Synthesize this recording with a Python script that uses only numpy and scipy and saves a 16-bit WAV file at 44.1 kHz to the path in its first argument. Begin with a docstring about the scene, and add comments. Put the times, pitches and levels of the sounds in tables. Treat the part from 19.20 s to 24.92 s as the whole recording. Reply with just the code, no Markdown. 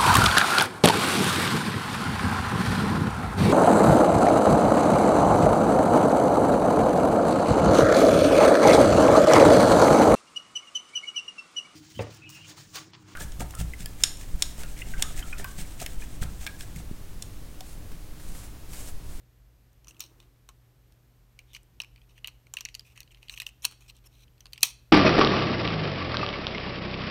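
"""Folding a plastic toy

Hands fold a hollow plastic toy close to a microphone in a quiet carpeted room and push a part into its tray.
Hard parts click, snap and slide: short bursts of noise force make the toy's shell ring at many pitches.
A palm rubs the body early on, as dull, lumpy noise. Sparse echoes give the toy a short room tail.
Under it all are a mains hum (a wavering sine), a low rumble of the building and microphone hiss (shaped noise)."""
import sys
import numpy as np
from scipy import signal
from scipy.fft import rfft, irfft, next_fast_len
from scipy.io import wavfile
from scipy.ndimage import uniform_filter1d

SR = 44100
rng = np.random.default_rng(int(sys.argv[2]) if len(sys.argv) > 2 else 0)


def voltage_ratio(level):
    """Linear amplitude factor for a level in decibels (scalar or array-like)."""
    return 10 ** (np.asarray(level, float) / 20)


def wav_record(signal):
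    """Record a signal, one row per channel, as 16-bit PCM in the file named by sys.argv[1]."""
    frames = np.transpose(np.atleast_2d(signal))
    bounded = np.clip(frames, -1, 1)
    # unit amplitude maps onto the largest positive 16-bit level
    quanta = np.round(bounded * 32767).astype(np.int16)
    wavfile.write(sys.argv[1], SR, quanta)


N = 252252  # length in samples


def read(points, hz):
    """Reads a table of (Hz, value) points between its rows, on a log-frequency axis."""
    f, value = np.transpose(points)
    return np.interp(np.log(hz + 1), np.log(f + 1), value)


def evened(x):
    """Scales a signal to an rms of 1."""
    return x / np.sqrt(np.mean(x ** 2) + 1e-20)


def add(mix, s, sound):
    """Mixes a sound in at second s."""
    part = mix[round(s * SR):][:len(sound)]
    part += sound[:len(part)]


def coloured(points):
    """Steady noise: white noise whose frequencies are weighted by a table of (Hz, dB)."""
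    hz = np.fft.rfftfreq(N, 1 / SR)
    spectrum = rfft(rng.standard_normal(N)) * voltage_ratio(read(points, hz))
    return evened(irfft(spectrum, N))


# Spectrum of the rumble and hiss together.
# Each row: frequency in Hz, relative level in dB per Hz.
RUMBLE_AND_HISS = [(20, -23), (34, -14), (46, 4.5), (62, -3), (85, -13.5), (140, -12.5), (175, -20),
                   (320, -22.5), (900, -31.5), (2500, -35.5), (4700, -39), (9300, -42.5), (10500, -45),
                   (11600, -38.5), (13000, -37.5), (15600, -45), (16100, -72)]


def background():
    """Noise for the rumble and hiss, with a steady mains hum whose level wavers slightly."""
    hum_hz, hum_db, floor_db = 119.8, -64, -59.5  # levels are rms
    t = np.arange(N) / SR
    slow = uniform_filter1d(rng.standard_normal(N), size=6000)
    waver = evened(uniform_filter1d(slow, size=6000))
    hum = np.sqrt(2) * voltage_ratio(hum_db + 0.65 * waver) * np.sin(2 * np.pi * hum_hz * t)
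    return hum + voltage_ratio(floor_db) * coloured(RUMBLE_AND_HISS)


# The ways the plastic shell can ring, called its modes, before each contact shifts them a little.
# Each row: pitch in Hz, width of the resonance in Hz (wider dies sooner), relative level in dB.
SHELL_MODES = [(140, 92, -9), (356.4, 430, -11), (526, 830, -9.5), (796, 1300, -6.5), (1134, 350, 1),
               (1674, 300, -12), (2150, 890, -6), (2500, 266, 2.5), (3000, 540, 0.5), (3600, 1070, -5.5),
               (4163, 1160, -4), (4740, 890, -12), (5720, 610, -3.5), (6740, 960, -6.5), (8260, 1120, -4.5),
               (9060, 1400, -6), (12200, 350, -3.5), (14140, 1500, -12.5), (14800, 760, -6)]


def shell(force, ring_hz, treble_db, thud_db, chance, ring_db=5.0):
    """The force drives every mode; where the part is touched decides which one rings most."""
    size = next_fast_len(len(force) + 1500)
    hz = np.fft.rfftfreq(size, 1 / SR)[:, None]
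    f, width, db = np.transpose(SHELL_MODES + [(ring_hz, 340, ring_db)])
    db = db + treble_db * (f > 5200) * (f != ring_hz) + thud_db * (f < 1500)
    # Modes near the touched one share its motion
    db = db - 3.3 * abs(np.log2(f / ring_hz)) * (f > 1500)
    # Chance varies every level, and every pitch but the touched one
    level_chance, pitch_chance = chance[:len(f)], chance[len(f):2 * len(f)]
    db = db + 1.5 * level_chance
    f = f * (1 + 0.015 * pitch_chance * (f != ring_hz))
    # Neighbours in opposite phase leave no deep gaps between them
    sign = (-1.) ** np.argsort(np.argsort(f))
    modes = sign * voltage_ratio(db) * width * hz * 1j / (f ** 2 - hz ** 2 + 1j * width * hz)
    # Small panels radiate no bass
    no_bass = (1j * hz / (1j * hz + 1800)) ** 2
    response = np.where(f > 1500, modes * no_bass, modes).sum(1)
    return irfft(rfft(force, size) * response, size)[:size - 400]


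# Every contact between hard parts of the toy.
# Each row: time in seconds, peak level in dB (a sine as strong as its loudest millisecond),
# pitch that rings most in Hz, hardness as treble in dB, thud (change below 1500 Hz) in dB.
CONTACTS = [(0.531, -59.5, 7600, 19, -30), (0.6457, -49, 5770, -10, -13), (0.6713, -46, 6500, -5, -1),
            (0.6824, -37.5, 5770, -6, -28), (0.709, -45.5, 2750, -0.5, -24), (0.7454, -56, 3280, 1, -18),
            (0.767, -53, 2840, -2, -28), (0.7955, -41, 7060, -7, -5), (0.8052, -25, 3600, 11, -10),
            (0.8389, -40.5, 4100, 4, -3), (0.862, -52, 6250, -10, -26), (1.002, -46, 3600, -2, -9),
            (1.027, -56.5, 3200, -10, -28), (1.2898, -39, 2990, -2, -2), (1.723, -54.5, 3900, 1.5, -32),
            (2.191, -37.5, 2380, -8.5, -35), (2.3333, -43.5, 2980, -3, -24), (2.3404, -46, 2160, -1, -32),
            (2.3487, -33.5, 2680, -7.5, -33), (2.365, -36.5, 2150, -6, -24), (2.432, -53, 8850, 16, -24),
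            (2.6014, -22, 2970, -9.5, -15.5), (2.6181, -32, 5430, -24, -11.5), (2.636, -42, 2410, -25, -7),
            (2.6465, -42, 2520, -26, -17), (2.7607, -49.5, 3000, -25, -18), (2.778, -54, 2970, -22, -22),
            (2.8166, -53, 3160, -20, -37), (2.9791, -46.5, 1890, -5, -24), (3.0449, -25.5, 2670, -40, -18),
            (3.0584, -40, 2500, -26, -17), (3.0736, -29, 5610, 2, -15), (3.0815, -32, 2500, -13, -15.5),
            (3.2686, -49, 2200, -5, -8), (3.338, -27.5, 7060, 1, -5.5), (3.3693, -22.5, 2700, -12, -35),
            (3.3862, -36.5, 3070, -13, -16), (3.408, -28, 5900, -5.5, -17), (3.4517, -23, 5745, -17, -36),
            (3.457, -31, 2040, -20, -23), (3.4876, -35.5, 2500, -12, -24), (3.5436, -36.5, 4870, -7, -25),
            (3.5501, -28, 4640, -2, -30), (3.5951, -33, 4700, -5.5, -24), (3.6077, -49, 4100, -5, -21),
            (3.7648, -51, 2120, -18, -29), (3.7762, -39.5, 2980, -3.5, -15), (3.8046, -34, 3770, 3.5, -29),
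            (3.8156, -51, 2700, -9, -10), (3.8309, -46, 4370, -3, -16), (3.8766, -51.5, 2620, -25, -29),
            (3.9077, -52, 3060, -19, -26), (3.9464, -46, 4480, -19, -31), (3.9726, -52, 2100, -14, -26),
            (4.0289, -41.5, 2640, -10, -14), (4.084, -38.5, 4430, -17, -29), (4.0962, -27, 2920, -8.5, -38),
            (4.139, -36.5, 2800, -11, -34), (4.1645, -45, 3050, -8.5, -31), (4.1761, -29, 2480, -8.5, -33),
            (4.2009, -24, 2600, -6, -29), (4.2191, -29.5, 2730, -7.5, -19), (4.229, -44, 3000, -12, -17),
            (4.2663, -25, 2820, 1.5, -43), (4.2895, -41.5, 2690, -5.5, -28), (4.422, -43.5, 5730, -12, -26),
            (4.4462, -23.5, 2920, -14.5, -11), (4.4502, -13.5, 4300, 0.5, -14.5), (4.5123, -45, 4200, 3, 0),
            (4.5226, -44.5, 3970, -1, 1), (4.608, -53, 2910, 3, -2), (4.6986, -39, 4070, -18, -36),
            (4.7666, -51, 5650, 1.5, -24), (5.0797, -56, 3200, -17, -29), (5.1798, -58, 4000, -11.5, -26),
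            (5.2064, -42.5, 6030, -5.5, -33), (5.2567, -39, 4260, -13, -7.5), (5.267, -45, 4330, -8.5, -32),
            (5.3243, -53, 4260, -4.5, -24), (5.3328, -30, 4530, -4, -21), (5.359, -47, 2450, -14, -17),
            (5.3783, -36, 2500, -12, -26), (5.408, -41.5, 4020, 4, -10), (5.4253, -42, 3400, 0.5, -13),
            (5.4298, -5.5, 4190, 0, -17)]


def clicks():
    """A sharp blow, chatter while the parts touch, then a weak, duller rattle dying away."""
    tap_s, latch_s = 0.002, 0.008  # time in touch of a light tap and of a forced latch
    loose_hz = 2750  # the loose tray that rattles after every contact
    out, t = np.zeros(N), np.arange(3000) / SR
    chances = rng.standard_normal((len(CONTACTS), 40))
    grits = rng.standard_normal((len(CONTACTS), len(t), 2))
    for (s, db, hz, treble_db, thud_db), chance, grit in zip(CONTACTS, chances, grits):
        # Light taps (near 1) bounce off at once; a forced latch (near 0) grinds on to its end
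        light = 1 / (1 + voltage_ratio(db + 15.0) ** 2)
        part = t / (latch_s + (tap_s - latch_s) * np.sqrt(light))
        rise = np.minimum(t / 0.00031, 1)
        release = 1 + (part / (0.74 + 0.87 * light)) ** 5
        chatter = rise * voltage_ratio(-9.0 * light * part) / release * grit[:, 0]
        blow = voltage_ratio(14.5) * light * (t == 0)  # taps begin with one clean impact
        # A latch shakes the whole shell more evenly, so its main pitch stands out less
        ring_db = 6.0 - 1.5 * (1 - light)
        contact = shell(blow + chatter, hz, treble_db, thud_db, chance, ring_db)
        fading = voltage_ratio(-13 - 60 * t / 0.071) * np.minimum(t / 0.0029, 1)
        rattle_force = fading * uniform_filter1d(grit[:, 1], size=2)
        rattle_treble_db, rattle_thud_db = min(treble_db, 0) + 1.5, max(thud_db + 4.5, -16)
        rattle = shell(rattle_force, loose_hz, rattle_treble_db, rattle_thud_db, chance, 2.8)
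        sound = contact + rattle
        loudest = np.sqrt(2 * uniform_filter1d(sound ** 2, size=44).max())
        add(out, s - 0.0002, voltage_ratio(db) * sound / loudest)
    return out


def grip():
    """Palm shifting on the toy: skin drags on the hollow body, a dull, low, lumpy rub."""
    start_s, end_s, fade_s = 0.616, 1.125, 0.096
    level_db, lumps_db = -67, 1.5
    t = np.arange(N) / SR
    held = np.clip(np.minimum(t - start_s, end_s - t) / fade_s, 0, 1)
    lumps = evened(uniform_filter1d(rng.standard_normal(N), size=1500))
    # Pairs of frequency in Hz and relative level in dB
    rub = coloured([(150, -24.0), (330, 1.5), (440, -12), (650, -15.5), (1300, -14), (3000, -29.5)])
    return held * voltage_ratio(level_db + lumps_db * lumps) * rub


# Slides and rattles of plastic on plastic.
# Each row: start in seconds, end in seconds, rms level in dB, pitch that rings most in Hz,
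# change of the force from start to end in dB.
STROKES = [(0.68, 0.727, -60, 5970, -31), (0.796, 0.925, -53.5, 3600, -37), (0.996, 1.057, -72, 3600, -18),
           (2.269, 2.33, -70, 3670, 3), (2.327, 2.374, -57.5, 2940, 20), (2.76, 2.853, -82, 2920, 7),
           (2.888, 2.94, -71, 2800, -13), (2.937, 2.992, -67.5, 2300, 22), (3.055, 3.067, -67, 2700, -3),
           (3.086, 3.166, -79, 2680, 3), (3.643, 3.742, -65.5, 2820, -7), (3.751, 3.824, -63, 2020, -2),
           (3.911, 3.928, -63.5, 2810, 2), (3.93, 3.993, -74, 2500, 6), (4.01, 4.085, -69, 2500, 5),
           (4.105, 4.152, -54.5, 2820, -3.5), (4.156, 4.189, -56.5, 2920, 5.5),
           (4.2, 4.237, -62.5, 2800, 1.5), (4.261, 4.3, -58.5, 2660, -6.5),
           (4.422, 4.462, -50.5, 3000, 6.5), (4.45, 4.555, -64.5, 2500, -8.5),
           (4.601, 4.683, -66.5, 3000, -9), (4.678, 4.711, -58, 4070, 1.5), (4.744, 4.793, -70, 4100, -4),
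           (4.839, 4.87, -69, 3050, -9), (4.854, 4.875, -61, 5420, 3), (4.908, 5.049, -66.5, 4080, 9.5),
           (5.413, 5.435, -52.5, 2840, 14.5), (5.429, 5.557, -39.5, 4070, -45)]


def slides():
    """Dense tiny slips in uneven clumps under each stroke, with a few sharper catches."""
    catches_per_s, catch_db = 65, 15  # now and then an edge catches and ticks
    firm_db, dulling = -57.5, 0.45  # softer slides lose this much treble in dB per dB below firm_db
    bright_db = 1.5  # treble in dB gained per octave of ring above 3000 Hz
    out = np.zeros(N)
    chances, grit = rng.standard_normal((len(STROKES), 40)), rng.standard_normal((N, 3))
    clumps = evened(uniform_filter1d(grit[:, 2], size=200))
    slips = grit[:, 0] * voltage_ratio(3.0 * grit[:, 1] + 2.5 * clumps)
    caught = rng.random(N) < catches_per_s / SR
    slips = slips + voltage_ratio(catch_db) * grit[:, 0] * caught
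    for (start, end, db, hz, change_db), chance in zip(STROKES, chances):
        force = slips[round(start * SR):round(end * SR)]
        swell = voltage_ratio(np.linspace(0, change_db, len(force)))
        stroke = signal.windows.tukey(len(force), 0.2) * swell
        treble_db = dulling * min(db - firm_db, 0) + bright_db * np.log2(hz / 3000)
        sound = shell(force * stroke, hz, treble_db, -13.0, chance, 4.7)
        add(out, start, voltage_ratio(db) * evened(sound))
    return out


# How long the room rings.
# Each row: frequency in Hz, time to die away by 60 dB in seconds.
ROOM_DECAY = [(300, 0.2), (1300, 0.4), (3500, 0.4), (9000, 0.33), (15000, .12)]


def room(x):
    """Sparse echoes of random sign, each band dying at its own speed."""
    taps = np.zeros(SR // 2)
    at = np.arange(300, len(taps) - 20, 20)
    taps[at + rng.integers(0, 20, len(at))] = rng.choice([-1., 1.], len(at))
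    hz, t, bands = signal.stft(taps, SR, nperseg=256)
    bands *= voltage_ratio(-4.0 * hz / 10000)[:, None]  # the carpet swallows treble at the first bounce
    decay = voltage_ratio(-60 * t / read(ROOM_DECAY, hz)[:, None])
    tail = signal.istft(bands * decay, SR, nperseg=256)[1]
    return signal.fftconvolve(x, tail / np.linalg.norm(tail))[:N]


def scene():
    """The toy, its room tail, the hand and the background."""
    toy = clicks() + slides()
    return (toy + voltage_ratio(-25) * room(toy) + grip() + background())[None]


def roll_off(x):
    """The treble ends steeply here."""
    return signal.sosfilt(signal.butter(12, 16810, fs=SR, output="sos"), x)


def record(dry):
    """A low-pass filter takes away what lies above about 16200 Hz in the finished mix."""
    low_pass = signal.firwin(255, 16200, window=("kaiser", 5), fs=SR)
    mix = signal.oaconvolve(dry, low_pass[None], "same")
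    return roll_off(mix)


dry = scene()
out = record(dry)
wav_record(out)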